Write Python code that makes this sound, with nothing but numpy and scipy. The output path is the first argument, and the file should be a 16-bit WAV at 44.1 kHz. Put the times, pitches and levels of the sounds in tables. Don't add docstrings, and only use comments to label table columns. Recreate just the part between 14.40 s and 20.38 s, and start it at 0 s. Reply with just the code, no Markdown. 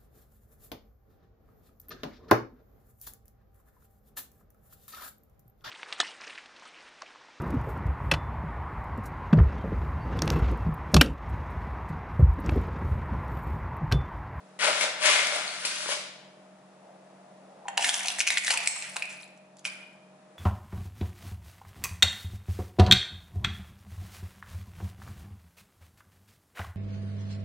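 import sys
import numpy as np
from scipy import signal
from scipy.fft import rfft, irfft
from scipy.io import wavfile

SR = 44100
rng = np.random.default_rng(int(sys.argv[2]) if len(sys.argv) > 2 else 0)


def wrap_up_sound(samples):
    columns = np.atleast_2d(samples).T
    tamed = np.clip(columns, -1, 1)
    steps = np.round(tamed * 32767).astype(np.int16)
    wavfile.write(sys.argv[1], SR, steps)


def boost_factor(decibels):
    exponent = np.asarray(decibels, float) / 20
    return 10 ** exponent


N = 263698

# pitch in Hz, level in dB rms.
MOTOR_TONES = [(147, -70), (189.5, -60.5), (285.3, -74), (333.8, -72.5), (619.1, -61.5)]
# frequency in Hz, density in dB per Hz.
HUSH_SPECTRUM = [(30, -46), (125, -30), (200, -10.5), (571, -8.5), (900, -9.5), (3480, -25.5), (9200, -30),
                 (12900, -63)]
# time in seconds, level in dB.
HUSH_DRIFT = [(0.0, 3.5), (2.2, 1.5), (3.1, 2), (5.05, -2), (5.98, 0.5)]
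# fullest at seconds, level in dB, rise in seconds, fade in dB per second.
FAR_STIRS = [
    (1.8, -69, 0.71, 13),
    (2.42, -60.5, 0.024, 36),
    (2.85, -59, 0.27, 110),
    (3.13, -60, 0.53, 6),
]

# frequency in Hz, correlation from -1 to 1.
LIKENESS = [(60, 0.4), (220, 0.88), (600, 0.8), (1200, 0.45), (3090, 0.08), (11500, 0.1)]
# frequency in Hz, T60 in seconds.
ROOM_T60 = [(200, 0.92), (1300, 0.87), (3500, 0.81), (9000, 0.49)]
# delay in seconds, level in dB.
ECHOES = [(.0057, -4), (.0105, -9), (.0155, -14), (.019, -10)]

# start in seconds, level in dB.
TABLE_BUMPS = [
    (3.25, -62),
    (3.4, -62.5),
    (3.79, -50),
    (4.0, -55),
    (4.05, -74.5),
    (4.27, -62),
    (5.25, -62),
]
# fullest at seconds, level in dB, rise in seconds, fade in dB per second.
LOW_RUMBLES = [
    (.3, -75, .1, 60),
    (.69, -50.5, .05, 122),
    (3.4, -53.5, .1, 26.5),
    (3.8, -60.5, .05, 56),
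    (4.05, -55.5, .1, 56.5),
]

# pitch in Hz, width in Hz, level in dB.
TUB_MODES = [(607, 45, 0), (1400, 81, 4.5), (2150, 370, 27.5), (3460, 120, 26), (4120, 130, -34)]
# fullest at seconds, rattle in dB, rise in seconds, fade in dB per second,
# crackle in dB above the rattle.
SCOOP_STROKES = [
    (0.197, -30.5, 0.003, 70, -10.5),
    (0.246, -25, 0.099, 120, -2.5),
    (0.438, -28, 0.21, 500, -1),
    (0.62, -34.5, 0.077, 101, -8.5),
    (0.658, -21.5, 0.085, 59.5, -2.5),
    (0.934, -33, 0.056, 132, -4.5),
    (1.23, -53, 0.96, 300, -5),
    (1.25, -34, 0.0031, 382, 9.5),
    (1.434, -38, 1, 111, 1.5),
    (1.52, -29.5, 0.11, 278, 0),
]
# start in seconds, peak in dB, pitch in Hz, thud in dB.
SHOVES = [(0.19, -20.5, 2020, -58), (0.235, -23, 2090, -49), (0.279, -11, 670, -44), (0.409, -6, 2150, -53),
          (0.439, -15.5, 610, -47), (0.794, -18, 3320, -34), (0.869, -10.5, 2200, -49),
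          (0.934, -36, 565, -54), (0.959, -11.5, 688, -48), (0.655, -6.5, 2150, -41),
          (0.672, -10.5, 2220, -45), (0.699, -4.5, 2130, -47), (0.291, -13.5, 1400, -50),
          (1.249, -12, 2470, -41), (1.269, -16, 2700, -31), (1.319, -21, 1590, -42),
          (1.458, -38, 1790, -23), (1.488, -15, 566, -24.5), (1.52, -14.5, 1600, -60),
          (1.549, -51, 550, -51.5)]
# start in seconds, boom in dB.
WALL_HITS = [(0.235, -31), (0.272, -19), (0.305, -27), (0.437, -24), (0.648, -30), (0.75, -33), (0.8, -44),
             (0.935, -27.5), (1.25, -44), (1.454, -47), (1.53, -30.5)]
# fullest at seconds, level in dB, rise in seconds,
# fade in dB per second.
HEAP_SLUMPS = [
    (.235, -27.5, 0.055, 80),
    (.285, -28.5, 0.039, 120),
    (.44, -30.5, 0.077, 100.5),
    (.76, -31, 0.3, 44),
    (.96, -35, 0.079, 80),
    (1.235, -41, .1, 92),
    (1.46, -46, .02, 150),
]
# fullest at seconds, level in dB, rise in seconds, fade in dB per second.
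BLADE_SINGS = [
    (.235, -37, 0.043, 119.5),
    (.415, -33, .01, 200),
    (.66, -28, .02, 66),
    (.79, -34, 0.034, 80),
    (.875, -39, .03, 128),
]
# pitch in Hz, width in Hz, level in dB.
BLADE_MODES = [(2118, 190, -1.5), (3386, 270, -9)]
# start in seconds, level in dB, pitch in Hz.
TUB_CRACKS = [(.206, -26, 2000), (.228, -19, 1460), (.372, -23, 3700), (.629, -22, 2560), (.66, -5.5, 7000),
              (.69, -13, 3160), (.72, -26, 2150), (.76, -24, 2150), (.8, -17, 2020), (.948, -28, 4850),
              (.95, -18, 8500), (1.078, -17.5, 4400), (1.251, -14, 4350), (1.28, -29, 7550)]

# start in seconds, level in dB, pitch in Hz, T60 in seconds.
RIM_RINGS = [(4.274, -13.5, 5390, 0.01), (4.273, -8, 8080, 0.02), (4.273, -10.5, 6550, 0.0074),
             (4.275, -5, 8450, 0.009), (4.274, -7.5, 7710, 0.016), (4.274, -15.5, 4410, 0.012),
             (4.274, -18, 3200, 0.01), (4.622, -28.5, 2470, 0.039), (4.2, -36.5, 3800, 0.017),
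             (5.252, -38, 3200, 0.04), (5.252, -27.5, 2460, 0.09), (5.252, -32, 2510, 0.08),
             (5.25, -35, 1600, 0.03), (5.249, -27.5, 1440, 0.012), (5.249, -28, 4400, 0.003),
             (3.282, -39, 1600, 0.02), (3.683, -19, 5800, 0.012), (3.492, -13.5, 3700, 0.012)]
# fullest at seconds, crunch in dB, rise in seconds, fade in dB per second,
# crackle in dB above the crunch.
TRICKLES = [
    (3.452, -37, .05, 53, 9),
    (3.554, -22, 0.032, 51, -7),
    (4.012, -38, 0.1, 48.5, 3),
    (3.955, -30.5, .03, 201, -2),
    (5.3, -48, 0.049, 99, -0.5),
    (4.382, -36.5, 0.14, 56, -4.5),
    (4.576, -36, 0.16, 81, -8.5),
    (4.3, -39.5, 0.35, 114, 0),
    (4.83, -43.5, 0.11, 422, -4.5),
]
# start in seconds, peak in dB, length in seconds, dull part in dB,
# bright part in dB.
CRUMBLES = [(3.28, -30, 0.0059, -4, -14), (3.372, -17, 0.0057, 0, 4), (3.39, -20, 0.12, -7.5, 0),
            (3.445, -25.5, 0.0096, -22.5, -33.5), (3.485, -13.5, 0.022, -21, 1.5),
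            (3.53, -18, 0.033, -2, -0.5), (3.789, -24.5, 0.012, -12.5, 9.5),
            (3.808, -8.5, 0.007, -11.5, -42), (3.871, -14.5, 0.012, -44.5, 4), (3.914, -22, 0.019, -6, 3),
            (3.973, -10, 0.012, -14.5, -5), (4.06, -20.5, 0.026, -19, 3), (4.089, -32, 0.0057, -7.5, 11.5),
            (4.1, -10, 0.017, -9.5, -4.5), (4.108, -17.5, 0.04, -0.5, 4), (4.135, -16, 0.0078, 1.5, 1),
            (4.226, -26, 0.017, -2.5, 2), (4.558, -34, 0.012, 8.5, 9), (4.687, -36.5, 0.064, -34.5, 0),
            (5.245, -30, 0.034, -3, 1.5), (4.359, -28.5, 0.012, 0.5, -6), (4.426, -30, 0.055, -26, -8),
            (4.587, -54, 0.021, 3, -10)]
# time in seconds, pitch in Hz.
AIR_PITCH = [(3.2, 832), (3.5, 739), (4.0, 738), (5.4, 718)]
# start in seconds, level in dB.
PLUNGES = [(3.254, -36), (3.282, -26), (3.376, -19), (3.392, -20.5), (3.464, -39.5), (3.491, -26.5),
           (3.607, -32), (3.65, -28.5), (3.683, -42), (3.786, -33.5), (3.83, -39), (3.903, -30),
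           (3.92, -40.5), (3.972, -64.5), (4.079, -34), (4.105, -27.5), (4.173, -41), (4.202, -40),
           (4.259, -44), (4.295, -34), (4.566, -32.5)]
# start in seconds, level in dB, pitch in Hz.
CHIP_CLINKS = [(3.283, -31.5, 2790), (3.283, -31.5, 3130), (3.284, -26, 6900), (3.377, -22.5, 4600),
               (3.418, -24.5, 6500), (3.423, -18, 8200), (3.4432, -14, 2800), (3.444, -19, 6000),
               (3.492, -18, 4700), (3.541, -18, 5700), (3.563, -21, 6400), (3.635, -24, 8600),
               (3.66, -21, 6500), (3.683, -17, 4100), (3.703, -24, 3400), (3.795, -19.5, 9200),
               (3.812, -19.5, 5900), (3.83, -24.5, 5500), (3.886, -14, 6000), (3.922, -25, 6200),
               (3.972, -16, 3300), (3.982, -9, 7200), (4.037, -23.5, 7200), (4.079, -27.5, 3000),
               (4.087, -20.5, 7500), (4.106, -13, 4300), (4.107, -23, 7200), (4.115, -22.5, 8800),
               (4.274, -13.5, 5500), (4.274, -7.5, 8250), (4.423, -33, 4100), (4.543, -30, 8230),
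               (4.565, -17, 8200), (4.566, -26.5, 2700), (4.604, -42, 6200), (4.623, -30, 7300),
               (4.715, -33, 7300), (4.8, -43.5, 4600), (4.812, -42, 5500), (4.831, -37.5, 4100),
               (4.877, -45, 7600), (4.975, -55, 5800), (5.213, -58, 4800), (5.168, -48, 5800),
               (4.496, -36, 8500), (4.653, -36, 8000), (4.26, -25, 4900), (5.299, -33, 4920),
               (3.7855, -24, 6450)]
# start in seconds, peak in dB, chunk pitch in Hz, chip pitch in Hz, chip in dB.
KNOCKS = [(3.282, -16, 1850, 7600, -37.5), (3.3762, -2.5, 2820, 4570, -20), (3.3765, -6, 1750, 7000, -26),
          (3.4432, -6, 2020, 3500, -25), (3.4644, -14, 2090, 6400, -30.5), (3.491, -3.5, 3320, 8000, -16.5),
          (3.5414, -9.5, 3120, 6600, -20), (3.6072, -10.5, 2240, 5770, -45.5),
          (3.6574, -17.5, 2560, 6300, -27.5), (3.6825, -14, 2700, 6000, -23),
          (3.7858, -16.5, 1950, 7560, -30), (3.8034, -0.5, 2470, 6000, -18),
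          (3.8684, -10.5, 2270, 6700, -25.5), (3.8734, -2, 2430, 4270, -32), (3.903, -4, 2170, 3800, -19),
          (3.9399, -27.5, 2400, 6550, -31.5), (3.9716, -4.5, 2040, 4170, -23.5),
          (4.0791, -6, 1880, 3840, -23.5), (4.1051, -9, 1820, 4850, -19.5), (4.1154, -13, 2600, 4300, -21),
          (4.1731, -4.5, 2540, 7830, -20.5), (4.2727, -3.5, 2310, 7860, -18.5),
          (4.5655, -14, 2720, 3930, -30.5), (4.622, -10.5, 2490, 4080, -35),
          (5.2515, -7.5, 2500, 5100, -31)]
# start in seconds, peak in dB, chunk pitch in Hz, chip pitch in
# Hz, # chip in dB above the peak.
LESSER_KNOCKS = [(3.27, -39, 2200, 5600, -32), (3.4242, -13, 2950, 5670, -11.5), (3.446, -12.5, 1930, 3950, -9),
                 (3.532, -22, 3130, 6470, -9.5), (3.563, -22.5, 2350, 6430, -12.5),
                 (3.646, -18.5, 2730, 6390, -18), (3.672, -17, 2400, 6000, -11),
                 (3.719, -24.5, 2660, 3730, -12.5), (3.8084, -9, 2260, 6000, -15),
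                 (3.8113, -11, 2500, 6530, -10.5), (3.8184, -13, 2930, 5540, -12.5),
                 (3.8806, -10.5, 2700, 4330, -24), (3.952, -25, 2390, 3850, -20),
                 (3.9806, -10, 2220, 4650, -14.5), (4.07, -17.5, 1810, 3900, -8),
                 (4.086, -22.5, 1860, 8070, -15), (4.1394, -28.5, 2300, 6670, -16),
                 (4.176, -18, 2500, 4260, -16), (4.231, -46, 1500, 4480, -21), (4.2835, -25.5, 2300, 8300, 1),
                 (4.565, -21, 620, 3900, -22), (4.565, -23.5, 1500, 3900, -28), (4.627, -22, 2450, 4460, -26),
                 (5.2578, -20.5, 2520, 5100, -20), (5.271, -32.5, 2510, 4350, -6)]
# start in seconds, peak in dB, chunk pitch in Hz.
TICKS = [(3.4188, -24, 2940), (3.5927, -17, 3120), (3.6327, -20, 2100), (3.7022, -19, 2730),
         (3.795, -29, 2400), (3.8298, -21, 2480), (3.8857, -14, 2560), (3.9194, -19, 2270),
         (3.992, -19, 1920), (4.037, -19, 2150), (4.0466, -12.5, 2180), (4.2024, -18, 2430),
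         (4.2586, -20, 2680), (4.423, -20, 2600), (4.542, -34, 2200), (4.6533, -29, 2620),
         (4.7095, -53, 2620), (4.7396, -41, 2570), (4.8305, -45, 2470), (5.244, -35, 2500)]
# start in seconds, level in dB, pitch in Hz.
SETTLES = [
    (4.496, -41, 8000),
    (4.9745, -60, 7500),
    (5.168, -53.5, 7400),
    (5.185, -56, 4610),
    (5.192, -50, 6910),
    (5.299, -52, 8000),
]

# frequency in Hz, phase in radians.
RIGHT_LEAD = [(60, 0), (200, .3), (400, .45), (620, .7), (1200, .65), (2200, .15), (3200, 0)]
# start in seconds, depth in dB.
GAIN_DIPS = [
    (3.37, 5),
    (3.488, 5.5),
    (3.541, 3),
    (3.802, 8),
    (3.974, 6.5),
    (4.109, 8),
    (4.272, 8),
]


def rms_one(x):
    return x / np.sqrt(np.mean(x ** 2) + 1e-20)


def in_time(rows):
    s, *columns = np.transpose(rows)
    return [np.interp(np.arange(N) / SR, s, column) for column in columns]


def at_hz(points, hz):
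    table_hz, values = np.transpose(points)
    return np.interp(np.log(hz), np.log(np.maximum(table_hz, 1)), values)


def band(x, low_hz, high_hz):
    edges_hz = [low_hz, min(high_hz, .49 * SR)]
    return signal.sosfilt(signal.butter(2, edges_hz, "band", fs=SR, output="sos"), x)


def high_pass(x, order, hz):
    return signal.sosfilt(signal.butter(order, hz, "high", fs=SR, output="sos"), x)


def resonate(x, hz, width_hz):
    r = np.exp(-np.pi * width_hz / SR)
    poles = [1, -2 * r * np.cos(2 * np.pi * hz / SR), r * r]
    return signal.lfilter([(1 - r * r) / 2, 0, (r * r - 1) / 2], poles, x)


def stereo_bands(length, shape):
    out, edges_hz = 0, 30 * 2 ** np.arange(0, 9.1, .5)
    white = rng.standard_normal((2, 2, length))
    for k, (low, high) in enumerate(zip(edges_hz, edges_hz[1:])):
        centre_hz = np.sqrt(low * high)
        mid, side = band(white[k % 2], low, high)
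        alike = np.clip(at_hz(LIKENESS, centre_hz), -1, 1)
        pair = np.sqrt(1 + alike) * mid + np.sqrt(1 - alike) * side * [[1], [-1]]
        out = out + shape(centre_hz) * pair
    return out


def grains(per_s, spread_db):
    sizes = boost_factor(spread_db * np.minimum(rng.exponential(1, N), 4)) * rng.choice([-1, 1], N)
    return rms_one(sizes * (rng.random(N) < per_s / SR))


def ping(hz, t60_s, rise_s, size=2600):
    t = np.arange(size) / SR
    return (1 - np.exp(-t / rise_s)) * boost_factor(-60 * t / t60_s) * np.sin(2 * np.pi * hz * t)


def add(track, s, sound):
    at = round(s * SR)
    track[at:at + len(sound)] += sound


def swells(rows):
    t = np.arange(0, N + 32, 32) / SR
    power = 0
    for s, db, rise_s, fade_db_per_s in rows:
        fade = boost_factor(db - fade_db_per_s * np.maximum(t - s, 0))
        rise = np.clip(1 + (t - s) / rise_s, 0, 1) ** 2
        power = power + (fade * rise) ** 2
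    return np.interp(np.arange(N) / SR, t, np.sqrt(power))


def body_and_crackle(rows):
    body = swells(row[:4] for row in rows)
    crackle = swells((s, db + up_db, rise, fade) for s, db, rise, fade, up_db in rows)
    return body, crackle


def place(x, lag, pan_db, tail, wet_db, echo_db):
    response = boost_factor(wet_db) * tail
    taps = np.arange(1200)
    for side in (0, 1):
        for s, db in [(0.00068, -echo_db)] + list(ECHOES):
            offset = taps - (s * SR * (1.01 - 0.011 * side) + lag * (1 - side))
            gain = boost_factor(db + echo_db + pan_db * (.5 - side))
            response[side, :1200] += gain * np.sinc(offset) * (abs(offset) < 12)
    return signal.fftconvolve(x[None], response, axes=1)[:, :N]


def compressor():
    t, out = np.arange(N) / SR, 0
    for hz, db in MOTOR_TONES:
        waver = rms_one(resonate(rng.standard_normal(N), hz * 1.015, 14))
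        out = out + boost_factor(db) * rms_one(np.sin(2 * np.pi * hz * t) + 85 / hz * waver)
    return out


def room_hush():
    noise = rms_one(stereo_bands(N, lambda hz: boost_factor(at_hz(HUSH_SPECTRUM, hz))))
    hush = boost_factor(-60.5 + in_time(HUSH_DRIFT)[0]) * noise
    hush = high_pass(hush, 4, 125) + boost_factor(-21.0) * hush
    return hush * boost_factor([[.7], [-.7]])


def far_clatter():
    return np.hypot(boost_factor(-75), swells(FAR_STIRS)) * rms_one(band(grains(870, spread_db=0.5), 540, 798))


def table():
    jolts = np.zeros(N)
    for s, db in TABLE_BUMPS:
        add(jolts, s, boost_factor(db) * ping(45, 0.12, .006))
    shake = rng.standard_normal((2, N))
    rumble = rms_one(band(shake, 240, 302)) + boost_factor(-28.5) * rms_one(band(shake, 20, 90))
    return jolts * [[1.0], [.55]] + swells(LOW_RUMBLES) * rumble


def scoop():
    stroke, bright = body_and_crackle(SCOOP_STROKES)
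    chips, lumps = grains(3000, spread_db=2.8), grains(480, spread_db=3.5)
    modes = 0
    for k, (hz, width_hz, db) in enumerate(TUB_MODES):
        if hz > 1000:
            modes = modes + (-1) ** k * boost_factor(db) * rms_one(resonate(chips, hz, width_hz + 40))
    rattle = rms_one(rms_one(modes) + 3.45 * rms_one(band(chips, 950, 4100)))
    out = boost_factor(-0.5) * stroke * rattle

    wall_hz = TUB_MODES[0][0]
    wall = resonate(resonate(lumps, wall_hz, 50), wall_hz, 50)
    boom = rms_one(rms_one(wall) + .45 * rms_one(band(lumps, 480, 1150)))
    thrown = swells((s, db, 0.084, 192.5) for s, db in WALL_HITS)
    low = boost_factor(-4.0) * np.hypot(thrown, boost_factor(-5) * stroke) * boom

    t = np.arange(2600) / SR
    for s, db, hz, thud_db in SHOVES:
        crack = rng.standard_normal(2600)
        thud = .4 * ping(340, .02, .001) + 2.5 * band(crack, 250, 1400) * boost_factor(-1800 * t)
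        add(low, s, boost_factor(thud_db + .5) * thud)
        add(out, s, boost_factor(db - 9) * (ping(hz, .03, .001) + .7 * crack * boost_factor(-2500 * t)))

    belly = rms_one(resonate(lumps + chips, 1408, 330))
    low = low + swells(HEAP_SLUMPS) * rms_one(belly + 0.48 * rms_one(band(chips, 616, 1190)))
    blade = sum(boost_factor(db) * rms_one(resonate(chips, hz, width_hz)) for hz, width_hz, db in BLADE_MODES)
    out = out + swells(BLADE_SINGS) * blade
    crackle = bright * rms_one(band(grains(4000, spread_db=2.5), 2340, 9480))
    dug_in = np.arange(N) > .189 * SR
    return out * dug_in, low * dug_in, crackle * dug_in


def rim():
    out = np.zeros(N)
    for s, db, hz, t60_s in RIM_RINGS:
        add(out, s, boost_factor(db) * ping(hz, t60_s, 0.00057, size=8000))
    return out


def trickle():
    flow, bright = body_and_crackle(TRICKLES)
    hollow = swells([(3.17, -41, 0.18, 14)])
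    chips = grains(1400, spread_db=4.5)
    pitches_hz, dealt = np.geomspace(1500, 10500, 14), rng.integers(0, 14, N)
    rings = [resonate(chips * (dealt == k) + 1e-18, hz, hz / 10) for k, hz in enumerate(pitches_hz)]
    crunch = rms_one(sum(rings[:7]) + 0.45 * band(chips, 560, 4800))
    crackle = rms_one(sum(rings[7:]) + 0.3 * band(chips, 6100, 14000))
    air = rms_one(resonate(chips, 515, 110) + 0.65 * resonate(chips, 1110, 90))
    return boost_factor(-14.5) * flow * crunch + boost_factor(-23.5) * hollow * air + boost_factor(-3.0) * bright * crackle


def crumbles():
    out, t = np.zeros(N), np.arange(4000) / SR
    chips = grains(3000, spread_db=1.5)
    dull = rms_one(band(chips, 550, 1740))
    body = rms_one(band(chips, 1500, 3100))
    bright = rms_one(band(chips, 4000, 9200))
    for s, db, length_s, dull_db, bright_db in CRUMBLES:
        at = slice(round(s * SR), round(s * SR) + len(t))
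        age = 3 * t / length_s
        burst = boost_factor(dull_db) * dull[at] + body[at] + boost_factor(bright_db) * bright[at]
        add(out, s, boost_factor(db - 11) * age * np.exp(1 - age) * burst)
    return out


def clinks(rows):
    out = np.zeros(N)
    for s, db, hz in rows:
        t60_s = 35 / hz
        add(out, s, boost_factor(db) * (ping(hz, t60_s, .0002) + .6 * ping(hz * 1.01, 0.53 * t60_s, .0003)))
    return out


def air_column(s, detune):
    hz = np.interp(s, *np.transpose(AIR_PITCH)) * (1 + 0.038 * detune)
    first = ping(hz, 0.052, 0.00086)
    return first + .55 * ping(hz * 1.171, 0.05, 0.00099) + .4 * ping(hz * 1.084, 0.041, 0.0014)


def knocks():
    hits = list(KNOCKS)
    for s, db, hz in TICKS:
        hits.append((s, db, hz, 4000 * (8900 / 4000) ** rng.random(), db - 13.5))
    hits += [(s, db - 17, 2500, hz, db) for s, db, hz in SETTLES]
    hits += [(s, db, hz, chip_hz, db + up_db) for s, db, hz, chip_hz, up_db in LESSER_KNOCKS]
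    out, t = np.zeros(N), np.arange(2600) / SR
    for s, db, hz, chip_hz, chip_db in hits:
        detune, chip_detune = rng.standard_normal(2)
        crack = rng.standard_normal(2600)
        chunk = ping(hz, .009, .0006) + .6 * ping(hz * (1 + .08 * detune), .007, .0005)
        chunk = chunk + 0.11 * band(crack, 1800, 3900) * boost_factor(-60 * t / 0.0055)
        chip = .6 * ping(chip_hz, .006, .0001) + .4 * ping(chip_hz * (1 + .1 * chip_detune), .005, .0001)
        crack_shape = (1 - np.exp(-t / 0.00085)) * boost_factor(-60 * t / 0.022)
        chip = chip + 0.6 * band(crack, 3200, 15000) * crack_shape
        add(out, s, boost_factor(db - 2.5) * chunk + boost_factor(chip_db + 12.0) * chip)
    falls = list(PLUNGES) + [(s, db - 31) for s, db, _ in TICKS]
    for s, db in falls:
        add(out, s, boost_factor(db + 3.0) * air_column(s, rng.standard_normal()))
    return out


def scene():
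    t = np.arange(SR) / SR
    build_up = 1 - np.exp(-t / 0.00071)
    tail = stereo_bands(SR, lambda hz: build_up * boost_factor(-60 * t / at_hz(ROOM_T60, hz)))
    tail /= np.sqrt(np.sum(tail ** 2) / 2)
    dull_tail = band(tail, 100, 4600) + boost_factor(1.5) * tail
    left_tail = tail * boost_factor([[1.5], [-1.5]])

    steady = compressor() + room_hush()
    far = place(far_clatter(), lag=1.4, pan_db=5.0, tail=tail, wet_db=4.0, echo_db=-34.0)
    far = far + place(rim() * boost_factor(-9), lag=1.1, pan_db=.6, tail=tail, wet_db=5, echo_db=0)

    rattle, boom, crackle = scoop()
    crackle = crackle + clinks(TUB_CRACKS)
    tub = place(rattle, lag=3.0, pan_db=11.0, tail=left_tail, wet_db=-3.5, echo_db=-51.0)
    tub = tub + place(boom, lag=3.5, pan_db=3.5, tail=tail, wet_db=-12.5, echo_db=-45.0)
    tub = tub + place(crackle, lag=3.6, pan_db=1.5, tail=tail, wet_db=-1.5, echo_db=-8)

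    falling = band(trickle() + crumbles() + clinks(CHIP_CLINKS) + knocks(), 697, 23700)
    glass = place(falling, lag=0.76, pan_db=1.0, tail=dull_tail, wet_db=-12.0, echo_db=-7.0)
    ice = high_pass(tub * boost_factor(-2.5) + glass + far, 3, 230)
    return ice + steady + table()


def top_cut(x):
    return signal.sosfilt(signal.butter(12, 12100, fs=SR, output="sos"), x)


def record(dry):
    t, dip_db = np.arange(N) / SR, 0
    for s, db in GAIN_DIPS:
        age = np.abs(t - s)
        dip_db = dip_db + db * (t > s) * np.exp(-age / 0.072) * (1 - np.exp(-age / 0.0065))
    lead = at_hz(RIGHT_LEAD, np.maximum(np.fft.rfftfreq(N, 1 / SR), 1)) * [[-.5j], [.5j]]
    x = irfft(rfft(dry) * np.exp(lead), N) * boost_factor(-dip_db)
    x = signal.sosfilt(signal.ellip(8, .5, 38, 11050, fs=SR, output="sos"), x)
    x = signal.sosfilt(signal.butter(6, 11800, fs=SR, output="sos"), x)
    return top_cut(x)


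dry = scene()
out = record(dry)
wrap_up_sound(out)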